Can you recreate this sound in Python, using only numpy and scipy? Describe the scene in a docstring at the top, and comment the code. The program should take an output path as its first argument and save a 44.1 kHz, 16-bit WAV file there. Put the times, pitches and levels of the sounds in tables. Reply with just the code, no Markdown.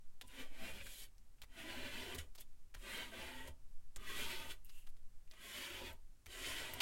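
"""Scraper on a vinyl sheet

A plastic scraper is set down and dragged again and again over a vinyl sheet on a table, in a small quiet room.
Strokes are random friction noise passed through the resonances of scraper and table top, plus edge hiss.
Taps are short noise bursts with a ring, thuds are fading sine waves, and finger slides, sway and air are
shaped noise. Both channels carry the same sound."""
import sys
import numpy as np
from scipy import signal
from scipy.fft import rfft, irfft, next_fast_len
from scipy.io import wavfile
from scipy.ndimage import uniform_filter1d, map_coordinates

SR = 44100
rng = np.random.default_rng(int(sys.argv[2]) if len(sys.argv) > 2 else 0)


def persist_wave(psi):
    """Save psi, clipped to +-1, as 16-bit WAV."""
    counts = np.round(np.clip(psi, -1, 1) * 32767).astype(np.int16)
    wavfile.write(sys.argv[1], SR, np.atleast_2d(counts).T)


N = 300321  # length [samples]

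# Strokes, one list each: (time [s], blade ring [dB], table top [dB re ring], edge hiss [dB re ring],
# upper blade modes [dB re ring])
STROKE_CURVES = [
    [(0.24, -77.5, 10, -5, 3), (0.27, -83, 6, 9, -3), (0.29, -68.5, -6, -4, -6),
     (0.416, -55.5, -1, -7.5, -5.5), (0.496, -73, 1.5, -6, -7), (0.654, -54, -3, -8, -7),
     (0.716, -56.5, -2.5, -6.5, -11.5), (0.744, -61.5, 1.5, -3, -1), (0.818, -56.5, -9, -12, -10.5),
     (0.838, -71.5, 1, 7, 0), (0.862, -63, -4.5, 2, -3.5), (0.98, -71.5, -14, 15, 9.5),
     (1.042, -66.5, -11, 8, 4), (1.11, -94, 3, 0, -4)],
    [(1.47, -94, 8, -2, 1), (1.52, -73, -3.5, -7, -9), (1.586, -57.5, -3.5, -8, -7),
     (1.756, -55, 0, -11.5, -5), (1.984, -53.5, -4, -8.5, -4), (2.014, -56, 0, -5.5, -0.5),
     (2.132, -55.5, -1, -8, -6.5), (2.178, -63.5, 6.5, -2, -6), (2.186, -51.5, -9, 1, -4.5),
     (2.236, -71, 3, -0.5, -4), (2.3, -96, 11, 3, -14)],
    [(2.39, -72, 3, -2, -2), (2.404, -74, -2, 15, -3), (2.418, -69.5, -10, 6, 2), (2.46, -99, 15, 6, 1)],
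    [(2.77, -70, 5, -6, -4), (2.79, -76.5, -0.5, 6.5, -6), (2.864, -56.5, -4.5, -7, -5.5),
     (2.94, -50.5, -7.5, -5.5, -7), (3.018, -51.5, -6, -11, -5), (3.112, -66.5, 3, -2, -1.5),
     (3.138, -56, -2, -10, -8.5), (3.224, -54, -2, -8, -5), (3.47, -60.5, -1.5, -7.5, -12),
     (3.48, -58.5, 2.5, -3, -8), (3.546, -93.5, 16, 3, -6), (3.62, -99, 11, -5, -3)],
    [(3.985, -70, 3, -5, -6), (4.091, -54, -5, -5, -5), (4.217, -50, -4.5, -2.5, -2),
     (4.287, -54.5, -4, -2.5, 0), (4.327, -49.5, -8, -6.5, -3), (4.387, -60.5, 0.5, 1, 3),
     (4.421, -53.5, -4.5, -7, -4.5), (4.487, -64, 3.5, 0.5, -1.5), (4.513, -54.5, -9.5, -0.5, -2),
     (4.61, -95.5, 6.5, 0, -4)],
    [(5.32, -72, -2, 3, 2), (5.334, -73.5, -2.5, -8, -8), (5.44, -61, -7, -1.5, -5),
     (5.582, -53, -8, -3, -3.5), (5.788, -56, -4, -8.5, -3), (5.796, -59, 0, -5, -0.5),
     (5.832, -59.5, 3, -8, -2.5), (5.868, -54.5, -5.5, -9, -3), (5.908, -59, -0.5, -8, -7),
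     (6.0, -102, 19.5, 4, -6)],
    [(6.28, -71.5, 3, 0, -1), (6.318, -63, -5, 0.5, 1), (6.366, -56, -8, -2.5, -7),
     (6.426, -54.5, -2.5, -1.5, -1.5), (6.452, -49.5, -9, -6, -4), (6.462, -52, -5.5, -1, -2),
     (6.59, -49.5, -8, -6.5, -6), (6.782, -60, 1, -5, -4), (6.795, -53.5, -2, -9, -7)],
]
# Where each stroke runs, at its start and its end: (deep table modes [dB re high ones],
# favour of the lower part of the high modes [dB], favour of the lower part of the deep modes [dB])
STROKE_PLACE = [((1.5, 3, 14), (0, 11, 5.5)), ((2.5, 6, 16), (1, 4.5, -5)), ((3, 4, -1.5), (3, 7, -1.5)),
                ((-0.8, 0.5, 0.5), (-0.4, 6.5, 8)), ((-2, -11.5, 0.4), (-2, 1.5, -0.4)), ((-2.5, -6, 2),
                (-0.5, 6, 1.8)), ((1.5, 0.4, -8.5), (-2.5, 2, -3))]
# How each stroke is held: (grip modes [dB re lower blade modes], fizz [dB re dull hiss],
# favour of the upper blade modes under the topmost ones [dB])
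STROKE_HOLD = [(-3.5, -2, 3), (0.5, -6.5, 6.5), (-11, -1, 6), (0.9, -4, 7.5), (-0.2, -1, 6), (-1, -3.5, 3),
               (-0.6, -8.5, 3)]
# Table frame hum, one value for each stroke: level [dB re table top]
STROKE_HUM = [-3.5, -6.5, 7, -6, -4, -7.5, -4]
# Scraper sliding in the fingers while lifted: (time [s], level [dB])
FINGER_SLIDE = [(4.655, -76), (4.689, -75.5), (4.785, -68.5), (4.853, -81), (4.909, -95), (4.93, -90)]
# Soft resonance of that slide: (frequency [Hz], width [Hz])
FINGER_RESONANCE = (2760, 210)
# Contacts of the edge: (time [s], level [dB], ring frequency [Hz], ring strength [dB],
# skid strength [dB re tick], brightness [dB per octave])
EDGE_TAPS = [(0.2126, -36, 3500, 8, -0.5, -3.5), (0.275, -50, 9000, 14, 2, 0),
             (0.806, -44, 2580, 24, 4, -4), (0.863, -45, 1610, 16, 6.5, -2.5),
             (1.182, -53.5, 5670, 18, -4, 0), (1.381, -64, 2750, 18, 1, -4),
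             (1.4182, -33.5, 3380, 9, -4, -2), (1.432, -52.5, 2000, -13, 9.5, -4.5),
             (2.148, -31.5, 3750, 12.5, -1, 3), (2.188, -37, 3000, 6, -5, 0),
             (2.3509, -44, 4500, -4, 2, -1.5), (2.378, -49.5, 4700, 7, 7.5, -2.5),
             (2.408, -36.5, 12700, 9, -6, 7), (2.41, -41, 8900, 10, -7, 1),
             (2.742, -44, 1700, 7, 7.5, -3.5), (3.475, -43, 9000, 3, 1, -1),
             (3.9615, -33, 7400, 6, -3, -4.5), (4.507, -51, 3170, 5, -24, 0),
             (4.648, -40, 12900, 10, -5, 7), (4.666, -52, 13500, 9, -15, 2),
             (4.692, -49.5, 4500, 7, 4.5, -4), (4.867, -54, 2190, -13, 7, -4),
             (4.891, -50, 10700, 8, -3, -2), (4.968, -58, 3560, 0, -1.5, -2),
             (5.277, -55.5, 2600, 19, -5, -2), (5.3, -57, 13000, 14, -6, 5),
             (5.313, -42, 4520, 10, -11, -2), (5.3363, -50, 2030, 10, 3, -5), (5.929, -44, 12500, 9, -6, 5),
             (6.26, -38.5, 2050, 12, 0.5, -2.5), (6.737, -27.5, 12500, 12, -8, -3.5),
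             (6.742, -34, 11000, 8, -8, 9), (6.8034, -21, 3040, 14, 2, -5)]
# Thuds through the table legs: (time [s], level [dB], share of the lowest mode [0-1])
TABLE_THUDS = [(0.248, -50, 0.6), (0.799, -54, 0.1), (1.419, -48, 0.57), (2.149, -43, .1),
               (2.186, -39.5, 0), (2.76, -43, 0.72), (3.491, -41.5, 0.28), (3.969, -42, 0.6),
               (4.498, -52, 0.7), (4.69, -64, 0.1), (5.899, -49, 0.04), (6.266, -48.5, 0.3),
               (6.74, -43, 0.25)]
# Low modes of the table on its legs: (frequency [Hz], time to fade by 60 dB [s])
LEG_MODES = [(30, 0.52), (76, 0.17), (125, 0.072)]
# Rocking of table and stand: (time [s], slow rocking [dB], quick rocking [dB])
ROCKING_CURVES = [(0.0, -58.5, -68), (0.09, -47, -79), (0.25, -53.5, -59), (0.51, -43, -64),
                  (0.95, -55, -65), (1.86, -46, -64), (2.18, -56, -68), (2.29, -45.5, -63),
                  (3.58, -52, -65), (3.72, -39, -73), (3.87, -47, -63), (5.31, -48, -68.5),
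                  (5.54, -65.5, -68), (6.05, -44.5, -59), (6.22, -54, -71), (6.35, -59, -56),
                  (6.54, -49, -59), (6.81, -57, -69)]
# Hum of the table frame: (frequency [Hz], relative level [dB])
FRAME_SPECTRUM = [(40, -18), (62, 1.5), (76, 6), (90, -7.5), (125, -4.5), (170, -20), (250, -56)]
# Hiss of the scraping edge: (frequency [Hz], relative level per Hz [dB])
EDGE_SPECTRUM = [(2940, -9), (5000, -6.5), (5950, -7), (6780, -1), (11100, -1), (12100, 1.5),
                 (15100, -11.5), (15900, -2)]
# Quiet room and microphone hiss: (frequency [Hz], relative level per Hz [dB])
AIR_SPECTRUM = [(26, -23), (45, 4.5), (70, -8.5), (139, -21), (192, -11), (400, -21), (654, -23.5),
                (2920, -28.5), (3300, -29.5), (8190, -28), (15900, -34.5)]
# Fading of the room's answer: (frequency [Hz], time to fade by 60 dB [s])
ROOM_DECAY = [(200, 0.54), (2000, 0.18), (10000, 0.071)]
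# Sharp modes of the scraper blade: (frequency [Hz], width [Hz], level [dB])
BLADE_MODES = [(2360, 42, -1.5), (2450, 76, -3.5), (2680, 110, -11), (3043, 133, -0.5), (3450, 97, -2),
               (3400, 170, 1), (4050, 71, -3), (4500, 110, -6)]
# Blur of the many weak blade modes: (frequency [Hz], level [dB])
BLADE_BLUR = [(1500, -52), (2200, -2.5), (3200, -1), (4300, -8.5), (6000, -13), (10000, -23)]
# Sharp modes of the grip: (frequency [Hz], width [Hz], level [dB])
GRIP_MODES = [(1535, 46, -2.5), (1660, 48, -8), (1951, 55, 1)]
# Blur of the weak grip modes: (frequency [Hz], level [dB])
GRIP_BLUR = [(900, -35), (1400, -11), (2100, -9), (2800, -29)]
# Higher sharp modes of the table top: (frequency [Hz], width [Hz], level [dB])
HIGH_TOP_MODES = [(550.4, 34, 1), (646.4, 27, 2), (901.5, 31, -1), (1012, 25, -2), (1234, 18, -5.5)]
# Blur of the weak higher table modes: (frequency [Hz], level [dB])
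HIGH_TOP_BLUR = [(350, -33), (500, -9.5), (1200, -9), (1800, -61)]
# Deep sharp modes of the table top: (frequency [Hz], width [Hz], level [dB])
DEEP_TOP_MODES = [(205.4, 24.4, -4.5), (257, 11, 4.5), (359, 27, -3), (415, 12, -14.5)]
# Blur of the weak deep table modes: (frequency [Hz], level [dB])
DEEP_TOP_BLUR = [(120, -27), (200, -17.5), (450, -9.5), (650, -44)]

AIR_DB, HUM_REST_DB = -74.5, -75  # quiet air; frame hum at rest
ROOM_DB = -20.0  # the room's answer to the taps
FINGER_HISS_DB = 2.5  # relative to the soft resonance
HUM_GROWS_DB = 4.5  # from start to end of a stroke, as the arm reaches out
GRIP_WITH_STEEP, FIZZ_WITH_STEEP = -0.15, 0.36  # dB gained per dB of the upper blade modes
SKID_S, SKID_GROWS_S = 0.017, 0.00039  # length setting at skid strength 0 dB [s]; growth [s per dB]
TOP_HZ = 15950  # nothing is kept from here up


def amp(db):
    """Gain of a level in dB."""
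    return 10 ** (np.asarray(db) / 20)


def unit(x):
    """Scale x to an average strength (rms) of 1."""
    return x / np.sqrt(np.mean(x ** 2) + 1e-20)


def along(points, hz):
    """Read (frequency, value) points at any frequency, on a log axis."""
    f, v = np.transpose(points)
    return np.interp(np.log(hz + 1), np.log(f + 1), v)


def curves(rows):
    """One value per sample for each column after the time."""
    s, *cols = np.transpose(rows)
    return [np.interp(np.arange(N) / SR, s, c) for c in cols]


def gate(rows, fade=0.016):
    """1 while a table lasts, with short fades outside it."""
    start, end = rows[0][0], rows[-1][0]
    return np.interp(np.arange(N) / SR, [start - fade, start, end, end + fade], [0, 1, 1, 0])


def wobble(rate):
    """A smooth random curve, with rate random points a second."""
    points = rng.standard_normal(int(N * rate / SR) + 4)
    return map_coordinates(points, [np.arange(N) * rate / SR])


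def filtered(x, response):
    """Multiply the spectrum of x by a response that depends on frequency."""
    m = next_fast_len(N + SR // 2)
    return irfft(rfft(x, m) * response(np.fft.rfftfreq(m, 1 / SR)), m)[..., :N]


def coloured(x, spectrum):
    """x shaped by a spectrum of (frequency, dB) points, at rms 1."""
    return unit(filtered(x, lambda hz: amp(along(spectrum, hz))))


def modes(table, f):
    """Response of several resonances added up, with alternating signs."""
    total = 0
    for k, (centre, width, db) in enumerate(table):
        resonance = 1j * f * width / (centre * centre - f * f + 1j * f * width)
        total = total + (-1) ** k * amp(db) * resonance
    return total


def body(x, peaks, blur):
    """x through sharp modes over the blur of many weak ones, at rms 1."""
    return unit(filtered(x, lambda hz: np.hypot(np.abs(modes(peaks, hz)), amp(along(blur, hz)))))


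def split(x, edge_hz):
    """The parts of x under and over a frequency, each held at an even rms of 1."""
    low = filtered(x, lambda hz: 1 / (1 + (hz / edge_hz) ** 8))
    return [part / np.sqrt(np.abs(uniform_filter1d(part ** 2, size=8000)) + 1e-20) for part in (low, x - low)]


def tipped(x, edge_hz, favour_db):
    """x with its lower part favoured over its upper part by a number of dB."""
    under, over = split(x, edge_hz)
    return (amp(favour_db) * under + over) / np.hypot(amp(favour_db), 1)


def air():
    """Quiet room and microphone hiss: steady noise with a fixed spectrum."""
    return amp(AIR_DB) * coloured(rng.standard_normal(N), AIR_SPECTRUM)


def sway():
    """Rocking and the resting hum of the table frame reach the microphone through its stand."""
    slow_db, quick_db = curves(ROCKING_CURVES)
    slow = coloured(rng.standard_normal(N), [(2, -47), (5, 6.5), (8.5, -17.5), (13, -4.5), (20, -34), (40, -83)])
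    quick = coloured(rng.standard_normal(N), [(10, -48), (20, 2.5), (30, 5.5), (38, -11.5), (70, -62.5)])
    hum = amp(HUM_REST_DB) * coloured(rng.standard_normal(N), FRAME_SPECTRUM)
    return amp(slow_db) * slow + amp(quick_db) * quick + hum


def room(x):
    """The walls' answer is a noise tail in which each frequency dies at its own speed."""
    hz, t, z = signal.stft(rng.standard_normal(SR // 2), SR, nperseg=256)
    decay = amp(-60 * t / along(ROOM_DECAY, hz)[:, None])
    tail = signal.istft(z * decay, SR, nperseg=256)[1]
    delayed = np.pad(x, (200, 0))  # samples
    return signal.fftconvolve(delayed, tail / np.linalg.norm(tail))[:N]


def thuds():
    """Each push or release rocks the table's low modes, which ring as fading sine waves."""
    out, t = np.zeros(N + SR), np.arange(SR // 2) / SR
    for s, db, low in TABLE_THUDS:
        shares = (low, 1 - low, 0.37 * (1 - low))
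        ring = np.zeros(len(t))
        for share, (hz, t60) in zip(shares, LEG_MODES):
            ring += share * np.sin(2 * np.pi * hz * t) * amp(-60 * t / t60)
        soft_start = 1 - np.exp(-t / 0.0032)
        out[round(s * SR):][:len(t)] += amp(db) * ring * soft_start
    return out[:N]


def causal(colour):
    """Turn a colour into a response that starts at once, by folding its cepstrum."""
    fold = irfft(np.log(unit(colour) + 1e-6))
    half = len(fold) // 2
    fold[1:half] *= 2
    fold[half + 1:] = 0
    return np.exp(rfft(fold))


def taps():
    """A sharp tick, then a brief gritty skid as the rest of the edge lands; where it lands sets the ring."""
    out, t = np.zeros(N + SR), np.arange(4096) / SR
    hz = np.fft.rfftfreq(len(t), 1 / SR)
    for s, db, ring_hz, ring_db, skid_db, tilt_db in EDGE_TAPS:
        tick = rng.standard_normal(len(t)) * amp(-60 * t / 0.0018)
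        tick /= np.abs(tick).max()

        length = max(SKID_S + SKID_GROWS_S * skid_db, .003)
        roughness = unit(uniform_filter1d(rng.standard_normal(len(t)), size=16))
        grit = unit(rng.standard_normal(len(t)) * amp(4.0 * roughness))
        swell = t / length * np.exp(1 - (t / length) ** 1.17 * 3.7)  # rises, then dies away
        skid = amp(skid_db - 7) * grit * swell

        scraper_ring = 0.5 * np.abs(modes(GRIP_MODES + BLADE_MODES, hz))
        spot_ring = np.abs(modes([(ring_hz, 0.19 * ring_hz, ring_db)], hz))
        tilt = amp(tilt_db * np.log2((hz + 300) / 5000))
        colour = tilt * hz / (hz + 900) * (1 + scraper_ring + spot_ring)
        out[round(s * SR):][:len(t)] += amp(db) * irfft(rfft(tick + skid) * causal(colour))
    return out[:N]


def fingers():
    """Skin sliding on the lifted scraper: one soft resonance and a thin hiss."""
    level_db, = curves(FINGER_SLIDE)
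    whistle = unit(filtered(rng.standard_normal(N), lambda hz: modes([(*FINGER_RESONANCE, 0)], hz)))
    hiss = amp(FINGER_HISS_DB) * coloured(rng.standard_normal(N), EDGE_SPECTRUM)
    return gate(FINGER_SLIDE) * amp(level_db) * (whistle + hiss)


def friction(grit_db, patchy_db, drift):
    """Dense tiny slips of uneven size; the contact point travels, so fine resonances swell, fade and slide."""
    slips = rng.standard_normal(N) * amp(grit_db * wobble(1200))
    z = signal.stft(slips, nperseg=2048)[2]
    field = uniform_filter1d(rng.standard_normal(z.shape), size=2, axis=0)  # smooth over frequency
    field = unit(uniform_filter1d(field, size=9, axis=1))  # smooth over time
    bins, frames = np.indices(z.shape)
    slide = 1 + drift * wobble(2.5)[np.minimum(frames * 1024, N - 1)]
    field = map_coordinates(field, [bins * slide, frames], order=1, mode="mirror")
    return signal.istft(z * amp(patchy_db * field), nperseg=2048)[1][:N]


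def controls():
    """Gains of the rubbed parts: one curve and a few values for each stroke drive them all."""
    levels, favour_db = np.zeros((8, N)), np.zeros((3, N))
    for rows, hold, (start, end), hum_db in zip(STROKE_CURVES, STROKE_HOLD, STROKE_PLACE, STROKE_HUM):
        grip_db, fizz_db, blade_db = hold
        ring_db, top_db, hiss_db, steep_db = curves(rows)
        reach, deep_db, *lower_db = curves([(rows[0][0], -.5, *start), (rows[-1][0], .5, *end)])
        lean_db = steep_db - np.median(rows, axis=0)[-1]  # upper modes against the stroke's middle value
        grip = amp(grip_db + GRIP_WITH_STEEP * lean_db)
        fizz = amp(fizz_db + FIZZ_WITH_STEEP * lean_db)
        deep = amp(deep_db)
        # two parts share one level
        flat, high, dull = (1 / np.hypot(1, g) for g in (grip, deep, fizz))
        top, hiss = amp(top_db), amp(hiss_db)
        hum = top * amp(hum_db + HUM_GROWS_DB * reach)
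        parts = [flat, amp(steep_db), flat * grip, top * high, top * high * deep,
                 hiss * dull, hiss * dull * fizz, hum]
        levels += gate(rows) * amp(ring_db) * parts
        favour_db += gate(rows) * [*lower_db, np.full(N, blade_db)]
    return levels, favour_db


def strokes():
    """Rubbing drives blade, grip, table top and edge hiss together; the hand judders slightly."""
    levels, (high_favour_db, deep_favour_db, blade_favour_db) = controls()
    blade, rasp, grip, high, deep, hiss, fizz, hum = levels
    judder = amp(.6 * wobble(30))

    blade_rub = body(friction(grit_db=0.0, patchy_db=4.5, drift=0.028), BLADE_MODES, BLADE_BLUR)
    flat, steep = split(blade_rub, edge_hz=2970)  # a steeper blade rings in its upper modes
    grip_rub = body(friction(grit_db=0.5, patchy_db=4.0, drift=0.042), GRIP_MODES, GRIP_BLUR)
    scraper = blade * flat + rasp * tipped(steep, edge_hz=4420, favour_db=blade_favour_db)
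    scraper += grip * tipped(grip_rub, edge_hz=1570, favour_db=-6.0)

    high_rub = body(friction(grit_db=2.5, patchy_db=7.0, drift=0.017), HIGH_TOP_MODES, HIGH_TOP_BLUR)
    deep_rub = body(friction(grit_db=-0.5, patchy_db=5.5, drift=0.064), DEEP_TOP_MODES, DEEP_TOP_BLUR)
    top = high * tipped(high_rub, edge_hz=880, favour_db=high_favour_db)
    top += deep * tipped(deep_rub, edge_hz=355, favour_db=deep_favour_db)
    top += hum * coloured(rng.standard_normal(N), FRAME_SPECTRUM)

    edge_rub = coloured(friction(grit_db=1.0, patchy_db=3.0, drift=.05), EDGE_SPECTRUM)
    dull, fine = split(edge_rub, edge_hz=10800)
    return judder * (scraper + top + hiss * dull + fizz * fine)


def scene():
    """Quiet air, table, taps with the room's answer, fingers and strokes, the same in both channels."""
    ticks = taps()
    mono = air() + sway() + thuds()
    mono += ticks + amp(ROOM_DB) * room(ticks)
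    mono += fingers() + strokes()
    return np.array([mono, mono])


def record(dry):
    """Nothing is kept above the band limit."""
    return filtered(dry, lambda hz: hz < TOP_HZ)


dry = scene()
out = record(dry)
persist_wave(out)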